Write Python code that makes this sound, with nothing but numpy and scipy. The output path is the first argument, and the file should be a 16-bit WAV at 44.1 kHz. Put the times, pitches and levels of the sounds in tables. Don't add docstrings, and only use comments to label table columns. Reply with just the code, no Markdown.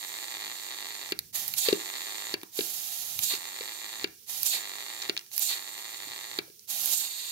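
import sys
import numpy as np
from scipy import signal
from scipy.fft import rfft, irfft, next_fast_len
from scipy.io import wavfile
from scipy.ndimage import uniform_filter1d

SR = 44100
rng = np.random.default_rng(int(sys.argv[2]) if len(sys.argv) > 2 else 0)


def store_pcm(level_fs):
    pcm = np.round(np.clip(level_fs, -1, 1) * 32767).astype(np.int16)
    wavfile.write(sys.argv[1], SR, np.atleast_2d(pcm).T)


def magnitude_from_level(level_db):
    exponent = np.asarray(level_db, float) / 20
    return 10 ** exponent


N = 322371
SIZE = next_fast_len(N + SR)
HZ = np.maximum(np.arange(SIZE // 2 + 1) * SR / SIZE, 1)

# time in seconds, crack level in dB, pan thump level in dB.
SNAPS = [
    (1.1204, -22.5, -34),
    (2.3391, -21.5, -34.5),
    (4.042, -21.5, -33),
    (5.0946, -20, -33.5),
    (6.3867, -21.5, -34.5),
]


def curve(points):
    hz, value = np.transpose(points)
    return np.interp(np.log(HZ), np.log(hz), value)


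def modes(table):
    total = 0
    for k, (hz, width, db) in enumerate(table):
        resonance = 1j * HZ * width / (hz ** 2 - HZ ** 2 + 1j * HZ * width)
        total = total + (-1) ** k * magnitude_from_level(db) * resonance
    return total


def shape(x, response):
    return irfft(rfft(x, SIZE) * response, SIZE)[..., :N]


def unit(response, lo_hz, hi_hz):
    band = response[(HZ > lo_hz) & (HZ < hi_hz)]
    return response / np.sqrt(np.sum(np.abs(band) ** 2) / len(HZ))


def walk(rate):
    hold = int(SR / rate)
    steps = np.repeat(rng.standard_normal(N // hold + 1), hold)
    return 1.42 * uniform_filter1d(steps, hold)[:N]


def noise_pair():
    # frequency in Hz, share of the hiss common to both microphones from 0 to 1.
    likeness = [(100, 0.88), (500, 1), (1200, 0.62), (2500, 0.32), (5000, 0.02), (15000, 0)]
    common, own = rng.standard_normal((2, N))
    share = np.clip(curve(likeness), 0, 1)
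    left = shape(common, share) + shape(own, np.sqrt(1 - share ** 2))
    return np.array([left, common])


def burst(noise, t, tau_s):
    x = noise * t / tau_s * np.exp(1 - t / tau_s)
    return x * np.sqrt(tau_s * SR / np.sum(x ** 2))


def diffuse(t60_s, start_s):
    t = np.arange(SR // 2) / SR
    fade = np.exp(-np.log(1000) * t / t60_s) * (t > start_s)
    tail = rng.standard_normal((2, len(t))) * fade
    return rfft(tail / np.sqrt(np.sum(tail ** 2, axis=1, keepdims=True)), SIZE)


def quiet():
    # frequency in Hz, level in dB per Hz.
    hum_and_hiss = [(76, -35.5), (130, -24.5), (224, -14), (279, -28), (453, -16.5), (625, -33),
                    (1460, -29), (1860, -27.5), (5730, -7), (7910, -21), (12800, -13.5), (15100, -11.5),
                    (16000, -13)]
    # frequency in Hz, left minus right in dB.
    balance = [(60, 1.5), (110, 31), (200, -5), (380, 26), (700, -6), (1290, 6), (2380, 16), (4400, 6),
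               (8120, -21.5), (15000, -13)]
    half = curve(balance) / 2
    x = shape(magnitude_from_level(1.5 * walk(6)) * noise_pair(), magnitude_from_level(curve(hum_and_hiss) + np.array([half, -half])))
    return x * magnitude_from_level(-54.5) / np.std(x.mean(axis=0))


def rumble():
    # time in seconds, level in dB, length in seconds.
    jolts = [(.45, -76, .05), (1.136, -61, 0.022), (1.218, -60.5, 0.11), (1.503, -59, 0.078),
             (1.712, -58, 0.022), (2.347, -62, 0.052), (2.58, -68, .04), (2.786, -71, 0.048),
             (3.195, -54, 0.075), (4.05, -55, .04), (4.406, -62, .05), (5.118, -69.5, 0.098),
             (5.41, -71, 0.042), (6.09, -66, 0.073), (6.397, -61, 0.054), (6.853, -71.5, 0.17)]
    still_hand_db = -82
    common, left, right = rng.standard_normal((3, N))
    t = np.arange(N) / SR
    gain = magnitude_from_level(still_hand_db - 2 + 1.06 * walk(4.7))
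    for s, db, length in jolts:
        gain += magnitude_from_level(db - 7) * np.exp(-np.abs(t - s) / length)
    noise = common + 0.73 * np.array([left, right])
    return shape(gain * noise, unit(modes([(119.0, 203, 0)]) ** 3, 35, 140))


def ticks():
    # time in seconds, scratch level in dB, scratch pitch in Hz, treble level in dB.
    touches = [(1.1898, -18, 4230, -21.5), (1.4795, -23.5, 5740, -21), (1.5381, -20, 4000, -25),
               (2.414, -34, 3900, -47), (2.432, -28.5, 2590, -42), (3.1901, -16, 4430, -22),
               (3.3514, -19, 4300, -48), (3.3694, -37, 4400, -48), (4.0744, -36, 4500, -61),
               (4.4313, -17.5, 5500, -16.5), (5.019, -22, 4160, -52), (5.023, -18, 4300, -50),
               (5.166, -20.5, 3700, -58), (5.1758, -16.5, 4060, -62), (5.192, -25, 4400, -53),
               (5.2107, -33, 4450, -59), (5.263, -38, 4650, -59), (5.3153, -31, 4700, -51),
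               (5.3647, -30, 4150, -25), (5.3789, -16, 4600, -18), (5.394, -31, 4300, -20),
               (5.5762, -25, 4260, -47), (6.3694, -43, 4360, -46), (6.5937, -34.5, 5520, -65),
               (6.8578, -36, 3600, -16), (6.8892, -24, 4470, -35.5)]
    tick_s, width_hz = 0.00048, 3500
    t = np.arange(1024) / SR
    hz_axis = np.arange(len(t) // 2 + 1) * SR / len(t)
    scratch, spit = np.zeros(N), np.zeros(N)
    grits = rng.standard_normal((len(touches), 2, len(t)))
    for (s, db, hz, treble_db), grit in zip(touches, grits):
        at = slice(int(s * SR), int(s * SR) + len(t))
        ring = 1j * hz_axis * width_hz / (hz ** 2 - hz_axis ** 2 + 1j * hz_axis * width_hz)
        scratch[at] += magnitude_from_level(db) * irfft(ring ** 2 * rfft(burst(grit[0], t, tick_s)))
        spit[at] += magnitude_from_level(treble_db) * burst(grit[1], t, tick_s)
    scratch += shape(scratch, modes([(913, 640, 18.0)]))
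    return scratch + shape(spit, unit(modes([(12230, 4000, 0)]) ** 2, 8300, 18000))


def knocks():
    # time in seconds, crack level in dB, pan thump level in dB,
    # thump pitch in Hz, tick level in dB.
    lead_knocks = [(1.6848, -20, -24.5, 450, -39), (1.727, -23, -20, 383, -47.5),
                   (2.432, -48, -46, 336, -37.5), (2.5889, -26.5, -29, 405, -48.5),
                   (2.6066, -27, -42, 317, -35), (3.3358, -26.5, -43, 390, -53.5),
                   (3.6073, -32.5, -43.5, 460, -52), (6.0706, -52, -57, 312, -47),
                   (6.4782, -60, -60.5, 505, -52), (6.499, -55, -56, 387, -61)]
    # pitch in Hz, width in Hz, level in dB.
    steel_modes = [(760, 1200, -11.5), (1420, 650, -5.5), (2000, 370, 0), (2303, 97, 3.5), (2624, 170, 4.5),
                   (3700, 660, -1.5), (4400, 500, 3), (4700, 400, 1), (5250, 320, -9), (7030, 180, -6)]
    blows = [(*row, 371, -32.5, 3.5) for row in SNAPS]
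    blows += [(*row, 6.5) for row in lead_knocks]
    t = np.arange(2048) / SR
    crack, tick, thump = np.zeros(N), np.zeros(N), np.zeros((2, N))
    habit = rng.standard_normal(len(t))
    grit = rng.standard_normal((len(blows), 2, len(t)))
    for (s, crack_db, thump_db, hz, tick_db, pan_db), (rattle, fizz) in zip(blows, grit):
        at = slice(int(s * SR), int(s * SR) + len(t))
        strike = burst(habit + 0.36 * rattle, t, tau_s=0.00071)
        crack[at] += magnitude_from_level(crack_db) * (strike + magnitude_from_level(-16.5) * burst(fizz, t, tau_s=0.0033))
        tick[at] += magnitude_from_level(tick_db) * burst(fizz, t, tau_s=0.0013)
        push = (t / 0.0036 * np.exp(1 - t / 0.0032)) ** 2
        swing = push * np.sin(2 * np.pi * hz * (t - 0.0004))
        thump[:, at] += magnitude_from_level(thump_db + 9.5 + np.array([[pan_db], [-pan_db]]) / 2) * swing
    steel = shape(crack, magnitude_from_level(4.5) * unit(modes(steel_modes), 1500, 7100))
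    steel += shape(tick, magnitude_from_level(-5.5) * unit(modes([(11300, 5000, 0)]) ** 2, 6800, 20000))
    return steel, thump + shape(thump, modes([(180.4, 16, 2.5), (680, 80, -78)]))


def pops(rate, scatter_db, uneven):
    chance = rng.uniform(-1, 1, (N // 100, 2))
    at = np.cumsum(SR / rate * np.exp(uneven * chance[:, 0])).astype(int)
    x = np.zeros(N)
    x[at[at < N]] = magnitude_from_level(scatter_db * chance[at < N, 1])
    return x / np.sqrt(np.mean(x ** 2))


def stages():
    # start in seconds, rise in seconds, jet level in dB,
    # jet level in dB as the needle lifts, oil level in dB.
    leaks = [
        (1.327, 0.025, -37.5, -46.5, -52),
        (2.518, 0.062, -40, -42, -61),
        (4.263, .034, -40.5, -40.5, -59.5),
        (5.304, 0.032, -44.5, -37.5, -70),
        (6.672, 0.032, -38, -33, -62.5),
    ]
    # peak time in seconds, surge level in dB,
    # bore gurgle level in dB, settled hiss level in dB, settled sputter level in dB.
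    lifts = [
        (-.4, -28, -30, -44.5, -51.5),
        (1.584, -27, -30.5, -43.5, -50),
        (3.236, -28, -31, -45.5, -52),
        (4.466, -27.5, -29.5, -46.5, -51.5),
        (5.425, -27.5, -31, -46.5, -53),
        (6.937, -27, -39.5, -42.5, -58.5),
    ]
    narrow_share = [0.49, 0.16, 0.25, 0.013]
    puff_db, puff_s, sag_s = 2.5, 0.021, 0.17
    creep_db, jet_bore_db = -19, -15
    rise_s, shoulder_s, gurgle_s, settled_s = 0.024, 0.017, 0.075, 0.16
    shoulder_db, gurgle_hiss_db, drain_db_per_s = -5, -7, -2
    dry_db, splash_db = -38, 8
    surge_bore_db, open_bore_db = -14, 0.2
    spells = []
    shuts = [s - 0.002 for s, *_ in SNAPS] + [N / SR]
    for leak, (peak, surge_db, gurgle_db, hiss_db, oil_db), shut in zip([None] + leaks, lifts, shuts):
        rows = []
        if leak:
            start, rise, jet_db, end_db, wet_db = leak
            full, lift = start + rise, peak - rise_s
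            jet_path = [
                (start, jet_db + creep_db),
                (start + 0.43 * rise, jet_db + 0.46 * creep_db),
                (full, jet_db + puff_db),
                (full + puff_s, jet_db),
                (max(full + puff_s, lift - sag_s), jet_db),
                (lift, end_db)]
            rows = [(s, db, 1, wet_db + db - jet_db, db + jet_bore_db) for s, db in jet_path]
        drain_db = drain_db_per_s * (shut - peak - settled_s)
        blown_db, surge_whistle_db = oil_db + dry_db, surge_db + surge_bore_db
        spells.append(rows + [
            (peak, surge_db, narrow_share[0], blown_db, surge_whistle_db),
            (peak + shoulder_s, surge_db + shoulder_db, narrow_share[1], blown_db, surge_whistle_db),
            (peak + gurgle_s, surge_db + gurgle_hiss_db, narrow_share[2], oil_db + splash_db, gurgle_db),
            (peak + settled_s, hiss_db, narrow_share[3], oil_db, hiss_db + open_bore_db),
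            (shut, hiss_db + drain_db, narrow_share[3], oil_db, hiss_db + open_bore_db)])
    return spells


def airflow():
    # frequency in Hz, level in dB per Hz.
    jet_curve = [(88, -36.5), (150, -20), (555, -19), (805, -12), (960, -20), (1340, -16), (1690, -18),
                 (3920, -2), (5570, -5), (6510, -1.5), (8900, -10.5), (11900, -1.5), (16000, -13)]
    # pitch in Hz, width in Hz, level in dB.
    outlet_modes = [(5740, 2300, -10), (6720, 143, 2), (7170, 74, 5.5), (8010, 760, -3), (8850, 1000, -6),
                    (11700, 3900, -11), (12670, 1150, -4), (13800, 350, -7.5), (14300, 500, -15)]
    bore_modes = [(3650, 600, 10.5), (4516, 410, 10), (2754, 530, -0.5), (4880, 1400, -5.5)]
    sputter_modes = [(377, 99, -5.5), (870, 188, -6.5), (1167, 198, -4.5), (1924, 302, 0), (2570, 790, -5),
                     (3540, 520, -0.5), (4400, 690, -4), (6820, 450, -12)]
    t, gain = np.arange(N) / SR, np.zeros((5, N))
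    for rows in stages():
        s, hiss_db, share, sputter_db, bore_db = np.transpose(rows)
        s = np.maximum.accumulate(s)
        on = (t >= s[0]) & (t <= s[-1])
        narrow = np.clip(np.interp(t[on], s, share), 0, 1)
        hiss, sputter, bore = (magnitude_from_level(np.interp(t[on], s, db)) for db in (hiss_db, sputter_db, bore_db))
        wet = np.clip(sputter / (0.2 * bore) - 1.2, 0, 1)
        gain[0, on] = hiss * np.sqrt(narrow)
        gain[1, on] = hiss * np.sqrt(1 - narrow)
        gain[2, on] = sputter * (1 - 0.3 * narrow)
        gain[3, on] = bore * (1 - 0.5 * narrow)
        gain[4, on] = wet
    jet_gain, outlet_gain, sputter_gain, bore_gain, wet = uniform_filter1d(gain, size=60)
    films = pops(rate=108, scatter_db=4.8, uneven=0.3)

    jet_noise = jet_gain * magnitude_from_level(0.61 * walk(60)) * noise_pair()
    jet = shape(jet_noise, unit(magnitude_from_level(curve(jet_curve)), 6000, 15000))
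    outlet_noise = outlet_gain * magnitude_from_level(0.61 * walk(70)) * noise_pair()
    outlet = shape(outlet_noise, unit(modes(outlet_modes), 6000, 15000))
    drive = -0.24 * wet * films + (1 - 0.5 * wet) * magnitude_from_level(1.7 * walk(90)) * noise_pair()
    bore = shape(bore_gain * drive, magnitude_from_level(-2.5) * unit(modes(bore_modes), 3560, 4140))
    spatter = 0.85 * wet * films + (0.8 - 0.45 * wet) * noise_pair()
    sputter = shape(sputter_gain * spatter, unit(modes(sputter_modes), 1815, 2126))
    no_bass = 1 / (1 - 1j * 1200 / HZ) ** 2
    return jet + sputter + shape(outlet + bore, no_bass)


def from_valve(pair):
    # frequency in Hz, left minus right in dB.
    shadow = [(60, -10), (200, 2.5), (400, 2.5), (800, -9.5), (1400, 0.5), (2000, 4.5), (2900, 6.5),
              (4300, -6.5), (6500, -8.5), (8000, -12.5), (10100, -13.5), (11500, -16.5), (14000, -14.5),
              (15500, -20)]
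    # frequency in Hz, delay of the left in samples.
    left_lag = [(350, 11), (700, 6), (1000, 4), (1300, 6), (1650, 19), (1900, 23), (2800, 24), (3500, 21)]
    # delay in seconds, left level in dB, right level in dB.
    pan_echoes = [(.0016, -53, -10.5)]
    half = magnitude_from_level(curve(shadow) / 2)
    echoes = 1
    for s, left_db, right_db in pan_echoes:
        echoes = echoes + magnitude_from_level(np.array([[left_db], [right_db]])) * np.exp(-2j * np.pi * HZ * s)
    echoes = echoes + magnitude_from_level(np.array([[-7.0], [-13.0]])) * diffuse(t60_s=0.03, start_s=0.001)
    late = np.exp(-2j * np.pi * HZ * curve(left_lag) / SR)
    return shape(pair, echoes * np.array([half * late, 1 / half]))


def garage(x, t60_s, level_db, top_hz):
    dull = magnitude_from_level(level_db) / (1 + 1j * HZ / top_hz) ** 2
    return shape(x.mean(axis=0), diffuse(t60_s, start_s=0.00686) * dull)


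def scene():
    air = airflow()
    steel, thump = knocks()
    near = from_valve(air + steel + ticks())
    tail = garage(near + 0.38 * thump, t60_s=0.29, level_db=-3.5, top_hz=2220)
    loudness = uniform_filter1d(air[1] ** 2, size=3000)
    duck = 1 / np.sqrt(1 + loudness / magnitude_from_level(-49) ** 2)
    return near + thump + tail + duck * quiet() + rumble()


def low_pass(x):
    return signal.sosfilt(signal.butter(12, 17060, fs=SR, output="sos"), x)


def record(dry):
    # frequency in Hz, level in dB.
    steep_top = [(15750, 0), (15950, -27), (16500, -30), (17000, -65)]
    mix = shape(dry, magnitude_from_level(curve(steep_top)))
    return low_pass(mix)


dry = scene()
out = record(dry)
store_pcm(out)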